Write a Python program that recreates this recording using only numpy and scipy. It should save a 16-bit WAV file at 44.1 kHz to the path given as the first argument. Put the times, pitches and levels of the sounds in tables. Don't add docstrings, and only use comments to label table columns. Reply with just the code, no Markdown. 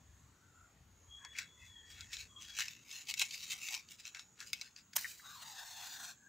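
import sys
import numpy as np
from scipy import signal
from scipy.fft import rfft, irfft, next_fast_len
from scipy.io import wavfile
from scipy.ndimage import uniform_filter1d, map_coordinates

SR = 44100
rng = np.random.default_rng(int(sys.argv[2]) if len(sys.argv) > 2 else 0)


def digitize_waveform(pressure):
    field = np.atleast_2d(pressure).T
    bounded = np.clip(field, -1, 1)
    quanta = np.round(bounded * 32767).astype(np.int16)
    wavfile.write(sys.argv[1], SR, quanta)


N = 277080

# time in seconds, spacing of the reinforced frequencies in Hz.
REFLECTION = [(5.2, 1300), (5.33, 1271), (5.45, 967), (5.6, 899), (6.1, 844)]
BURN_S, SPENT_S, SPENT_DB_PER_S = 5.215, 6.105, 449


def amp(db):
    return 10 ** (np.asarray(db) / 20)


def unit(x):
    return x / np.sqrt(np.mean(x ** 2) + 1e-20)


def along(points, hz):
    f, v = np.transpose(points)
    return np.interp(np.log(hz + 1), np.log(f + 1), v)


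def gain_curve(points):
    return lambda hz: amp(along(points, hz))


def curves(rows):
    s, *cols = np.transpose(rows)
    return [np.interp(np.arange(N) / SR, s, c) for c in cols]


def ramp(start, length):
    return np.clip((np.arange(N) / SR - start) / length, 0, 1)


def wobble(rate):
    knots = rng.standard_normal(int(N * rate / SR) + 4)
    return unit(map_coordinates(knots, [np.arange(N) * rate / SR]))


def filtered(x, response):
    n = x.shape[-1]
    m = next_fast_len(n + 4096)
    spectrum = rfft(x, m) * response(np.fft.rfftfreq(m, 1 / SR))
    return irfft(spectrum, m)[..., :n]


def causal(gain):
    cepstrum = irfft(np.log(np.maximum(gain, 1e-6)))
    half = len(cepstrum) // 2
    cepstrum[1:half] *= 2
    cepstrum[half + 1:] = 0
    return np.exp(rfft(cepstrum))


def band(hz, low_hz, high_hz, order=8):
    low_edge = 1 + (low_hz / (hz + 1)) ** (2 * order)
    high_edge = 1 + (hz / high_hz) ** (2 * order)
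    return (low_edge * high_edge) ** -.5


def resonance(hz, centre, width):
    return 1 / (1 + ((hz - centre) / (width / 2)) ** 2)


def noise(gain):
    return unit(filtered(rng.standard_normal(N), gain))


def grains(rate, spread_db):
    sizes = amp(spread_db * np.clip(rng.standard_normal(N), -2, 2)) * rng.choice([-1, 1], N)
    return unit(sizes * (rng.random(N) < rate / SR))


def patchy(x, depth_db, width_hz, life):
    hz, t, z = signal.stft(x, SR, nperseg=1024)
    knots = rng.standard_normal((400, 400))
    grid = np.meshgrid(hz / width_hz, t / life, indexing="ij")
    field = map_coordinates(knots, grid, mode="wrap")
    return signal.istft(z * amp(depth_db * field), SR, nperseg=1024)[1][:N]


def add(track, s, sound):
    part = track[round(s * SR):][:len(sound)]
    part += sound[:len(part)]


def background():
    # time in seconds, level in dB.
    rumble_level = [(0, -73), (.13, -64), (.35, -71), (.9, -69), (1.6, -74), (1.87, -65.5), (2.5, -68.5),
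                    (2.75, -82), (6.28, -82)]
    chorus_level = [(0, -72), (.9, -75), (1.2, -69), (2.3, -67.5), (4.85, -73), (6.28, -69.5)]
    # frequency in Hz, relative strength in dB per Hz.
    rumble_tone = [(25, -17), (38, -9), (50, 1), (70, 5), (100, 0), (140, -14.5), (250, -41.5)]
    air_tone = [(60, -6.5), (100, 0), (200, -3), (270, -6), (350, -11), (600, -16), (1300, -12.5),
                (2200, -19.5), (4300, -25), (5200, -29.5), (9000, -48), (15500, -31.5)]
    insect_tone = [(5000, -35), (5900, -8), (6200, -24), (6350, -2.5), (6800, 0), (7020, -1.5), (7250, -7),
                   (8000, -14.5), (9500, -70)]
    (rumble_db,), (chorus_db,) = curves(rumble_level), curves(chorus_level)
    sway_db = 2.5 * wobble(8)
    rumble = amp(rumble_db + sway_db) * noise(gain_curve(rumble_tone))
    air = patchy(noise(gain_curve(air_tone)), depth_db=2.5, width_hz=161.4, life=0.13)
    hush_db = -69 - 0.69 * np.arange(N) / SR
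    hush = amp(hush_db) * unit(air)
    chorus = patchy(noise(gain_curve(insect_tone)), depth_db=4, width_hz=220, life=0.2)
    low_and_air = filtered(rumble + hush, lambda hz: band(hz, 46, 18600, order=3))
    return low_and_air + amp(chorus_db) * unit(chorus)


def far_calls():
    # time of the height in seconds, level in dB, pitch in Hz, length in seconds.
    calls = [(0.436, -75.5, 1440, 0.12), (0.605, -66.5, 1376, 0.096), (1.247, -66.5, 1050, 0.055),
             (1.633, -64, 2024, 0.07), (1.84, -67, 1838, 0.18), (2.004, -61, 1466, 0.03),
             (2.377, -68, 1130, 0.09), (6.287, -63.5, 1610, 0.11)]
    t = np.arange(N) / SR
    blur = wobble(230) + 1j * wobble(230)
    swells = np.zeros(N, complex)
    for s, db, hz, length in calls:
        swells += amp(db) * np.exp(-2 * ((t - s) / length) ** 2 + 2j * np.pi * hz * t)
    return (swells * blur).real


def whistle():
    # time in seconds, pitch in Hz, level in dB.
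    long_note = [(1.07, 3280, -72), (1.15, 3305, -54), (1.21, 3320, -60.5), (1.31, 3370, -61.5),
                 (1.44, 3370, -67.5), (1.67, 3450, -67.5), (1.77, 3310, -57), (1.83, 3300, -65.5),
                 (2.08, 3350, -64.5)]
    short_note = [(2.28, 3370, -65), (2.345, 3260, -71.5), (2.375, 3285, -50), (2.41, 3320, -62.5),
                  (2.59, 3330, -57)]
    fade_s = 0.038
    track = np.zeros(N)
    for note in (long_note, short_note):
        pitch, db = curves(note)
        phase = 2 * np.pi * np.cumsum(pitch + 24 * wobble(200)) / SR
        airy = wobble(220) * np.sin(phase) + wobble(220) * np.cos(phase)
        tone = unit(np.sin(phase) + .33 * airy)
        fade = ramp(note[0][0], fade_s) * (1 - ramp(note[-1][0] - fade_s, fade_s))
        flutter_db = 1.5 * wobble(60)
        track += fade * amp(db + flutter_db) * tone
    return track


def steps(x):
    # frequency in Hz, time to die away by 60 dB in seconds.
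    die_away = [(300, 0.053), (2000, 0.15), (7000, 0.03), (15000, 0.042)]
    hz, t, z = signal.stft(rng.standard_normal((2, SR // 3)), SR, nperseg=256)
    decay = amp(-60 * t / along(die_away, hz)[:, None])
    tail = signal.istft(z * decay, SR, nperseg=256)[1]
    late = np.pad(x, (200, 0))[None]
    return signal.fftconvolve(late, tail / np.linalg.norm(tail[0]), axes=1)[:, :N]


def box_colour(hz, knock_db, edge_db):
    # centre in Hz, width in Hz, height in dB.
    box_peaks = [(2244, 123, 6), (2625, 204, 6), (3900, 240, 1.5), (4460, 43, -4), (4610, 91, -1.5),
                 (5280, 470, -13), (6200, 69, -23), (6880, 100, -27)]
    # frequency in Hz, relative strength in dB per Hz.
    card_tone = [(300, -38.5), (550, -42), (760, -15.5), (1150, -17.5), (1800, -6.5), (2500, -3),
                 (3300, -2.5), (4900, -3.5), (6000, 0), (7200, 0), (8300, -10.5), (9500, -16),
                 (12000, -17.5), (15500, -14)]
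    peaks = sum(amp(db) * resonance(hz, centre, width) for centre, width, db in box_peaks)
    shade = [(1300, knock_db), (2400, 0.006), (7000, 0.012), (10000, edge_db)]
    return amp(along(card_tone, hz) + along(shade, hz)) * (1 + peaks)


def stick(hz, s):
    return (s > 4.45) * amp(4.5) * resonance(hz, centre=4860, width=500)


def rubbing():
    # time of the height in seconds, level in dB,
    # length in seconds, strength of the hands' hollow in dB.
    strokes = [(1.252, -58.5, 0.079, 29), (1.391, -46, 0.06, 11), (1.657, -62, .08, -10),
               (1.911, -57, .065, -9), (2.008, -56, 0.072, -2), (2.137, -45.5, 0.034, 3.5),
               (2.206, -47, 0.049, -2.5), (2.427, -51, 0.046, -8), (2.495, -54, 0.054, 1),
               (2.571, -47, 0.046, -9), (2.616, -40, 0.056, 6), (2.714, -54.5, 0.08, 2),
               (2.947, -48, 0.12, -25), (3.1, -37, 0.026, -17), (3.196, -36, 0.034, -19),
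               (3.2204, -27, 0.0089, -6.5), (3.252, -48, 0.04, -8), (3.347, -46.5, 0.1, -28),
               (3.434, -47, 0.037, -13.5), (3.515, -39, .046, -16), (3.647, -44, 0.088, -13),
               (3.734, -43.5, 0.063, -5), (3.918, -52, 0.044, -28), (3.999, -52, 0.019, -15),
               (4.071, -48.5, 0.041, -8), (4.164, -52.5, 0.033, 14.5), (4.205, -57.5, 0.058, -4),
               (4.415, -50, 0.043, 5.5), (4.48, -53, 0.039, -45), (4.564, -56, 0.056, -2),
               (4.643, -57.5, 0.073, 2), (4.783, -56, .026, 8), (4.935, -50.5, 0.0092, 1)]
    # time in seconds, pitch in Hz.
    hollow_pitch = [(1.4, 1810), (2.65, 1860), (3.1, 1130), (3.75, 1090), (4.15, 1560), (4.8, 1770)]
    rise_share = 0.41
    muffle = 0.14
    t, track = np.arange(N) / SR, np.zeros(N)
    snaps = 0.39 * grains(rate=220, spread_db=4)
    slips = unit(grains(rate=2000, spread_db=5) + snaps + .25 * rng.standard_normal(N))
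    slips = slips * amp(1.12 * wobble(150))
    slips = unit(patchy(slips, depth_db=4.2, width_hz=260, life=.07))
    for s, db, length, hollow_db in strokes:
        part = slice(round((s - .25) * SR), round((s + .25) * SR))
        before, after = (s - t[part]) / rise_share, (t[part] - s) / (1 - rise_share)
        away = np.maximum(before, after) / length
        swell = amp(-8 * np.abs(away) ** 1.2)
        hollow_hz = np.interp(s, *np.transpose(hollow_pitch))

        def colour(hz):
            card = box_colour(hz, knock_db=-6.5, edge_db=-1 - muffle * hollow_db)
            hollow = amp(hollow_db) * resonance(hz, hollow_hz, width=820) ** 2
            return causal(card + hollow + stick(hz, s))

        rub = filtered(slips[part] * swell, colour)
        track[part] += amp(db) * rub * np.linalg.norm(swell) / np.linalg.norm(rub)
    return track


def clicks():
    # start in seconds, level in dB before a shared trim,
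    # boost of the low knock in dB, time to die away by 60 dB in seconds.
    knocks = [(1.2486, -33, 15, .011), (1.3853, -23, -7, .04), (2.0073, -31, -16, .014),
              (2.1311, -29, -24, 0.061), (2.1675, -29, 5.5, 0.022), (2.587, -20, 15, 0.018),
              (2.5954, -21, 9, 0.014), (2.6055, -19, 8, 0.0085), (2.6184, -24, 9.5, 0.012),
              (2.682, -25, 0, .008), (2.9113, -32.5, -28, 0.041), (3.0704, -37, -22, .02),
              (3.1154, -32.5, 8, 0.011), (3.1398, -20.5, 1, 0.0071), (3.1946, -16.5, -40, 0.011),
              (3.2156, -19, 0, 0.0096), (3.2514, -29.5, -16, 0.014), (3.3084, -29, -16, 0.028),
              (3.3423, -28, -24, 0.019), (3.505, -30, -6, 0.011), (3.5199, -26.5, -8, 0.03),
              (3.6855, -25, 4, 0.019), (3.7409, -22.5, 3, 0.021), (3.7474, -23, 2, 0.019),
              (3.8871, -40.5, -24, .02), (4.0527, -29.5, -4, 0.015), (4.147, -31, 0, 0.025),
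              (4.1699, -35.5, 4, 0.01), (4.1939, -31, 8, 0.01), (4.4034, -29.5, -13, 0.0086),
              (4.5311, -18, -4.5, .011), (4.6124, -25.5, -2, 0.011), (4.6174, -32, 10.5, .025),
              (4.7621, -35.5, 2, 0.023)]
    track, t = np.zeros(N), np.arange(2048) / SR
    after_ring = amp(-19 - 60 * t / .06)
    for s, db, knock_db, t60 in knocks:
        attack = 1 - np.exp(-t / 0.00043)
        blow = rng.standard_normal(len(t)) * (amp(-60 * t / t60) + after_ring) * attack
        spot = rng.uniform(.0005, .0009)
        edge_db = -3.5 + 0.76 * (db + 27)

        def colour(hz):
            comb = 1 + .6 * np.exp(-2j * np.pi * hz * spot)
            return comb * causal(box_colour(hz, knock_db, edge_db) + stick(hz, s))

        knock = filtered(blow, colour)
        loudest = np.sqrt(uniform_filter1d(knock ** 2, size=64).max())
        add(track, s, amp(db - 11.5) * knock / loudest)
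    return track


def strike():
    # start in seconds, level in dB, time to die away by 60 dB in seconds.
    catches = [(4.954, -45, 0.052), (4.958, -30.5, 0.02), (4.9628, -20, 0.024), (4.9657, -24.5, 0.021),
               (5.006, -37, 0.012), (5.011, -33, 0.013)]
    # frequency in Hz, relative strength in dB per Hz.
    grit_tone = [(250, -41), (400, -33), (600, -10.5), (1000, -3.5), (1400, -7), (2600, -8.5), (3350, -1),
                 (3800, -9), (5700, 2), (7800, 0), (9000, -2), (11400, -7.5), (14300, 5), (15700, -7.5)]
    force, t = np.zeros(N), np.arange(4096) / SR
    for s, db, t60 in catches:
        add(force, s, amp(db - 60 * t / t60) * (1 - np.exp(-t / 0.0015)))
    return force * noise(gain_curve(grit_tone))


def pops():
    # start in seconds, level in dB before a shared boost, pitch in Hz,
    # time to die away by 60 dB in seconds.
    hollow_pops = [(1.351, -51.5, 2245, 0.15), (1.386, -40, 2020, 0.062), (4.981, -37.5, 1870, 0.015),
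                   (5.045, -29.5, 1850, 0.011), (5.051, -39, 1790, 0.047), (5.196, -55.5, 1740, 0.052)]
    track, t = np.zeros(N), np.arange(8192) / SR
    for s, db, hz, t60 in hollow_pops:
        phase = 2 * np.pi * np.cumsum(hz + 190 * wobble(770)[:len(t)]) / SR
        shape = amp(db + 5.5 - 60 * t / t60) * (1 - np.exp(-t / 0.00071))
        add(track, s, shape * np.sin(phase))
    return track


def burning(attack):
    spent_for = np.maximum(np.arange(N) / SR - SPENT_S, 0)
    return ramp(BURN_S, attack) * amp(-SPENT_DB_PER_S * spent_for)


def murmur():
    spacing, = curves(REFLECTION)
    pitch = .94 * spacing
    swirl = (wobble(260) + 1j * wobble(260)) * np.exp(2j * np.pi * np.cumsum(pitch) / SR)
    fade_db = 8 * (np.arange(N) / SR - BURN_S)
    flutter_db = 4.5 * wobble(14)
    return burning(attack=.021) * amp(-63 - fade_db + flutter_db) * unit(swirl.real)


def flare():
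    # low edge in Hz, high edge in Hz, flash level in dB,
    # flash fade in dB per second, burn level in dB, burn attack in seconds, burn growth in dB per second.
    jets = [(758, 2740, -52.5, 100, -59, 0.03, 3.5), (2490, 11200, -48, 58, -55.5, 0.16, 5.5),
            (9850, 15800, -50, 77, -64.5, .12, 4.5)]
    # frequency in Hz, relative strength in dB per Hz.
    flash_tone = [(410, -49), (700, -17), (1210, -16), (1560, -3.5), (3580, -9), (3920, -1), (7120, 2),
                  (10600, -19), (15500, -4)]
    hiss_tone = [(350, -8), (600, 6.5), (900, -5), (1500, 7), (2300, -8.5), (3100, -6), (3800, 4.5),
                 (5100, -4.5), (6400, 1.5), (7400, -2.5), (9000, -17), (10800, -26.5), (13000, -19),
                 (15500, -14.5)]
    flash_s, flash_attack_s = 4.974, 0.0065
    t, track = np.arange(N) / SR, np.zeros(N)
    spacing, = curves(REFLECTION)
    gas = unit(rng.standard_normal(N) + .5 * grains(rate=790, spread_db=3)) * amp(1.8 * wobble(70))
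    gas = patchy(gas, depth_db=3.6, width_hz=220, life=.08)
    echo = map_coordinates(gas, [np.arange(N) - SR / spacing], order=3)
    echo_share = [(800, .6), (3500, .6), (6000, .35), (14000, .3)]  # (Hz, share reflected)
    combed = gas + filtered(echo, lambda hz: along(echo_share, hz))
    for low_hz, high_hz, flash_db, fade, burn_db, attack, growth in jets:
        def jet(x, tone):
            return unit(filtered(x, lambda hz: amp(along(tone, hz)) * band(hz, low_hz, high_hz)))

        flash = ramp(flash_s, flash_attack_s) * amp(flash_db - fade * np.maximum(t - flash_s, 0))
        flash *= 1 - ramp(BURN_S, attack)
        burn = burning(attack) * amp(burn_db + growth * (t - BURN_S))
        track += flash * jet(gas, flash_tone) + burn * jet(combed, hiss_tone)
    return track


def scene():
    match = rubbing() + clicks() + strike() + pops() + flare() + murmur()
    diffuse_tone = [(30, -12), (100, -8), (600, -16.5), (4000, -13.0), (9000, -20.5)]  # (Hz, dB)
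    diffuse = np.array([noise(gain_curve(diffuse_tone)) for _ in range(2)])
    yard = whistle() + far_calls() + background()
    return match + yard + amp(-15.0) * steps(match) + amp(-77.5) * diffuse


def record(dry):
    # frequency in Hz, left minus right in dB.
    lean = [(60, 2.5), (300, 3), (1200, 6), (2400, 3.5), (5000, 4), (6400, 1), (7300, -6.5), (8300, -10),
            (9400, -20.5), (11400, -11.5), (12300, -4), (13500, -4.5), (15500, -0.5)]

    def ports(hz):
        ratio = amp(along(lean, hz))
        return np.array([2 * ratio, 2 + 0 * ratio]) / (1 + ratio)

    return filtered(dry, lambda hz: ports(hz) * (hz < 15650))


dry = scene()
out = record(dry)
digitize_waveform(out)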